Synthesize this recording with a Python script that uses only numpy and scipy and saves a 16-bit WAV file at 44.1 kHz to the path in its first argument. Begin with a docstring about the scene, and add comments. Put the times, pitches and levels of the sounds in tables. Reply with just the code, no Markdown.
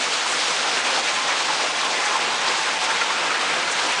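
"""Stormwater rushes through a concrete chamber, close by: white water with bubbles ringing out of it.
The churning flow throws up hissing spray and ticking droplets, roars, and gurgles in the hollows.
Now and then an air pocket glugs, a wave slaps, or the flow eases for a moment.
A low boom builds underneath, and the chamber's standing waves colour it all."""
import sys
import numpy as np
from scipy import signal
from scipy.fft import rfft, irfft, next_fast_len
from scipy.io import wavfile
from scipy.ndimage import uniform_filter1d, map_coordinates

SR = 44100
rng = np.random.default_rng(int(sys.argv[2]) if len(sys.argv) > 2 else 0)


def transcribe(signal):
    """Save signal, clipped to [-1, 1], as a 16-bit WAV file at the path in sys.argv[1]."""
    frames = np.atleast_2d(signal).T
    limited = np.clip(frames, -1, 1)
    pcm = np.round(limited * 32767).astype(np.int16)
    wavfile.write(sys.argv[1], SR, pcm)


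N = 176400

TOP_HZ = 10700
SURGE_PER_S = 48  # quick swells of the flow and the spray
CHURN_DB, CHURN_PER_S = 1.04, 16  # slow heaving of the roar and the boom


def rush():
    """White water, with single bubbles ringing out of it, each rising in pitch."""
    # level ride of the foam (time [s], level [dB])
    foam_level = [(0, -26.5), (.45, -26), (.95, -24.5), (1.3, -25.5), (1.8, -25.5), (2.6, -25), (3.1, -25),
                  (4, -25)]
    # midrange tone of the foam (frequency [Hz], relative level [dB])
    foam_tone = [(40, -63), (150, -44), (500, -18.5), (800, -1.5), (1250, 1), (1800, 0), (2500, 0),
                 (3500, -4.5), (5000, -17.5), (9000, -35), (12000, -59)]
    foam = amp(curve(foam_level)) * coloured(turbulence(patchy_db=1.0), foam_tone)
    bubbles = grains(count=2400, centre_hz=1406, spread=0.4536, cycles=25, scatter_db=4.5,
                     rise=0.094, samples=1400)
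    bubbles = coloured(bubbles, [(60, -60), (400, -34), (650, -13.5), (1000, -2), (2000, -4.5)])
    return foam + amp(-34) * bubbles


def spray():
    """Thrown-up spray: a fine, fluttering hiss and the ticks of falling droplets."""
    # level ride of the spray (time [s], level [dB])
    spray_level = [(0, -27), (.42, -27), (.9, -28), (1.55, -28.5), (2.3, -29.5), (2.6, -28.5), (3.2, -30),
                   (3.6, -30.5), (3.9, -27.5), (4, -30.5)]
    # bright tone of the hiss (frequency [Hz], relative level [dB])
    hiss_tone = [(60, -67), (500, -24), (1800, -13), (3000, -2.5), (4000, -1), (5000, -2), (6500, -4.5),
                 (8000, -9), (9000, -13), (10000, -19.5), (10600, -36.5)]
    tick_tone = [(60, -45), (1000, -15), (4000, 0.5), (7500, -3.5), (9500, -4.5), (10600, -17)]
    hiss = coloured(turbulence(patchy_db=1.0), hiss_tone)
    ticks = grains(count=6000, centre_hz=5300, spread=0.44, cycles=1.7, scatter_db=4.0, samples=120)
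    flutter_db = .5 * wobble(SURGE_PER_S)
    return amp(curve(spray_level) + flutter_db) * (hiss + amp(-6.5) * coloured(ticks, tick_tone))


def roar():
    """The deep, heaving churn of the main flow."""
    # level ride of the roar (time [s], relative level [dB])
    roar_level = [(0, -35.5), (.45, -34), (.62, -35.5), (.8, -32.5), (1.17, -35.5), (1.35, -32.5),
                  (1.6, -36), (2.1, -33), (2.7, -34.5), (3.3, -33.5), (4, -35)]
    # low-mid body of the roar (frequency [Hz], relative level [dB])
    roar_tone = [(60, -45), (140, -21.5), (230, -3), (310, -1), (450, 1.5), (600, 1), (740, 6), (1100, -7),
                 (2000, -14), (5000, -60)]
    level_db = curve(roar_level) + 1.3 + CHURN_DB * wobble(CHURN_PER_S)
    return amp(level_db) * coloured(turbulence(patchy_db=-0.25), roar_tone)


def gurgle():
    """The shifting flow rings each hollow in one long, wavering swell over a quieter steady ring."""
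    # ringing hollows (pitch [Hz], half-width [Hz], level [dB], peak time [s], swell length [s])
    hollows = [(845, 39, -37, 1.97, 1.6), (891, 28, -37, 2.9, 1.3), (1046, 40, -37.5, 2, 1.8),
               (990, 55, -36.5, 3.83, 0.45), (1370, 110, -36, 3.35, 1.2), (1636, 83, -35.5, 3.57, 0.59)]
    floor_db, waver_db = -10.5, 1.5
    out = np.zeros(N)
    for hz, width, db, s, length in hollows:
        drive = np.maximum(swell(s, length), amp(floor_db)) * amp(waver_db * wobble(15))
        ring = filtered(rng.standard_normal(N), lambda f: 1 / (1 + ((f - hz) / width) ** 2))
        out += amp(db) * drive * unit(ring)
    return out


def glugs():
    """Large air pockets collapse: each note swells quickly, rises a little and rings away unsteadily."""
    # air pockets (start [s], pitch [Hz], peak level [dB], length [s])
    pockets = [(0.641, 808, -27.5, 0.044), (0.897, 521, -34, 0.1), (1.09, 1055, -30, 0.053),
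               (1.157, 1033, -26.5, 0.073), (1.386, 1010, -27, 0.036), (1.488, 877, -22.5, 0.034),
               (1.562, 857, -26.5, .04), (1.824, 1045, -28.5, 0.057), (1.98, 1020, -28.5, .035),
               (2.03, 834, -27.5, .05), (2.125, 1050, -28.5, .04), (2.133, 899, -26.5, .04),
               (2.47, 905, -30, .04), (2.817, 739, -27, 0.03), (2.874, 895, -28, 0.063),
               (3.003, 1380, -25, 0.047), (3.083, 895, -26, .05), (3.295, 1272, -30, 0.04)]
    rise, waver = .02, 0.0122  # shares of the pitch: climb per length, unsteadiness
    out = np.zeros(N)
    for s, hz, db, length in pockets:
        age = np.clip((np.arange(N) / SR - s) / length, 0, 10)
        pitch = hz * (1 + rise * (np.minimum(age, 2) - .5) + waver * wobble(110))
        envelope = (2 * age) ** 2 * np.exp(2 - 4 * age)
        out += amp(db) * envelope * np.sin(2 * np.pi * np.cumsum(pitch) / SR)
    return out


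def splashes():
    """Waves slap: each is a short swell of noise in its own band."""
    # wave slaps (peak time [s], relative level [dB], band centre [Hz], length [s])
    slaps = [(.315, -31.5, 7560, 0.06), (0.668, -29, 990, 0.045), (0.499, -32, 4000, .22),
             (0.51, -35, 5900, 0.016), (.745, -26, 4500, 0.015), (0.938, -25, 2900, 0.02),
             (1.087, -21, 2180, 0.023), (1.089, -28, 4200, .025), (1.313, -26.5, 2100, 0.03),
             (1.492, -25.5, 1500, 0.02), (1.509, -30, 3800, .05), (1.637, -29, 650, 0.048),
             (2.049, -26.5, 1730, 0.047), (2.059, -29, 6650, 0.026), (2.146, -25, 970, 0.037),
             (2.279, -28, 2150, .025), (2.485, -22, 4050, 0.017), (2.677, -24, 1320, 0.032),
             (2.843, -32, 8350, 0.016), (2.912, -22.5, 1600, 0.017), (3.017, -23, 1700, 0.013),
             (3.311, -24, 1490, 0.025), (3.675, -33, 1700, 0.038), (3.722, -27, 6800, 0.017),
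             (3.921, -26, 2300, 0.06)]
    half_width_octaves, trim_db = 0.4, -1.25
    size = SR // 2
    t = np.arange(size) / SR - size / SR / 2  # zero at the slap's peak
    hz = np.fft.rfftfreq(size, 1 / SR)
    out = np.zeros(N + size)
    for s, db, centre_hz, length in slaps:
        octaves = np.log2((hz + 1) / centre_hz)
        band = np.exp(-.5 * (octaves / half_width_octaves) ** 2) / (1 + (hz / 9600) ** 16)
        noise = unit(irfft(rfft(rng.standard_normal(size)) * band, size))
        envelope = np.exp(-2 * (t / length) ** 2)
        out[round(s * SR):][:size] += amp(db + trim_db) * envelope * noise
    return out[size // 2:][:N]


def spatter():
    """Larger drops strike close by with sharp, broadband ticks."""
    tick_tone = [(60, -51), (500, -8), (1500, 6), (7000, -3), (9500, -4), (10600, -23)]
    ticks = grains(count=420, centre_hz=3970, spread=0.33, cycles=0.91, scatter_db=2.0, samples=80)
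    return amp(-42) * coloured(ticks, tick_tone)


def boom():
    """The chamber's bass heaves and builds as the listening point moves inside."""
    # low end of the chamber (frequency [Hz], relative level [dB])
    boom_tone = [(25, -35), (45, -32), (80, -11), (130, -6), (170, 1), (230, -4.5), (400, -33), (1000, -55)]
    build_db_per_s = 1.1
    level_db = -53.5 + build_db_per_s * (np.arange(N) - N / 2) / SR + CHURN_DB * wobble(CHURN_PER_S)
    return amp(level_db) * coloured(rng.standard_normal(N), boom_tone)


def chamber(water):
    """Standing waves in the concrete chamber lift some low bands and hollow out others."""
    # peaks and notches of the standing waves (centre [Hz], width [Hz], gain [dB])
    modes = [(82, 10, -1), (100, 7.4, -8), (174, 12, 2.5), (205.4, 10.8, -14.5), (235, 15, 2),
             (260, 11, -3), (503, 30, 3.5), (595, 36, 2)]

    def response(hz):
        return amp(sum(db * np.exp(-.5 * ((hz - centre) / width) ** 2) for centre, width, db in modes))
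    return filtered(water, response)


def turbulence(patchy_db):
    """White noise with short patches of random gain across time and frequency."""
    spectrum = signal.stft(rng.standard_normal(N), nperseg=512)[2]
    patches = uniform_filter1d(rng.standard_normal(spectrum.shape), size=9, axis=0)
    patches = unit(uniform_filter1d(patches, size=7, axis=1))
    return unit(signal.istft(spectrum * amp(patchy_db * patches), nperseg=512)[1][:N])


def grains(count, centre_hz, spread, cycles, scatter_db, samples, rise=0):
    """Damped sine pings at random times, pitches and strengths; rise bends each one upward."""
    when, pitch, strength = rng.random(count), rng.standard_normal(count), rng.exponential(size=count)
    hz = np.clip(centre_hz * np.exp(spread * pitch), 250, TOP_HZ)[:, None]
    turns = hz * np.arange(samples) / SR
    age = turns / cycles
    bend = 1 + rise * np.minimum(age, 2) / 2
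    envelope = np.exp(-np.pi * age) * (1 - np.exp(-2 * turns))
    gain = amp(scatter_db * np.minimum(strength, 4))[:, None]
    pings = gain * envelope * np.sin(2 * np.pi * turns * bend)
    at = (when * N).astype(int)[:, None] + np.arange(samples)
    return unit(np.bincount(at.ravel(), pings.ravel(), N)[:N])


def amp(db):
    """Decibels to gain."""
    return 10 ** (np.asarray(db) / 20)


def unit(x):
    """x scaled to rms 1."""
    return x / np.sqrt(np.mean(x ** 2) + 1e-20)


def curve(rows):
    """Straight ramps through (time [s], value) points."""
    return np.interp(np.arange(N) / SR, *np.transpose(rows))


def swell(s, length):
    """A bell-shaped swell around time s."""
    return np.exp(-2 * ((np.arange(N) / SR - s) / length) ** 2)


def wobble(rate):
    """A smooth random curve with rate knots a second."""
    return map_coordinates(rng.standard_normal(2048), [np.arange(N) * rate / SR], mode="wrap")


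def filtered(x, response):
    """x through an EQ whose gain is response(hz)."""
    size = next_fast_len(N + SR // 2)
    return irfft(rfft(x, size) * response(np.fft.rfftfreq(size, 1 / SR)), size)[:N]


def coloured(x, tone):
    """x shaped by (frequency [Hz], relative level [dB]) points, at rms 1."""
    f, db = np.transpose(tone)
    return unit(filtered(x, lambda hz: amp(np.interp(np.log(hz + 1), np.log(f), db))))


def scene():
    """The flow surges and eases as one; boom, slaps and glugs join it in the chamber."""
    # lulls in the flow (time [s], depth [dB], length [s])
    lulls = [(0.086, 1.5, .06), (0.822, 2, 0.036), (1.02, 4.5, 0.021), (1.724, 2.3, 0.011),
             (1.889, 1.5, .018), (2.37, 1.5, 0.078), (2.782, 3, 0.045), (3.62, 1.5, 0.039),
             (3.747, 1.5, 0.016)]
    surge_db = 0.47 * wobble(SURGE_PER_S)
    lull_db = sum(depth * swell(s, length) for s, depth, length in lulls)
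    bass = boom()
    flow = amp(surge_db - lull_db) * (roar() + gurgle() + rush() + spray() + spatter())
    return chamber(bass + flow + splashes() + glugs())[None]


def record(dry):
    """A brick-wall high cut at TOP_HZ."""
    return filtered(dry[0], lambda hz: hz < TOP_HZ)[None]


dry = scene()
out = record(dry)
transcribe(out)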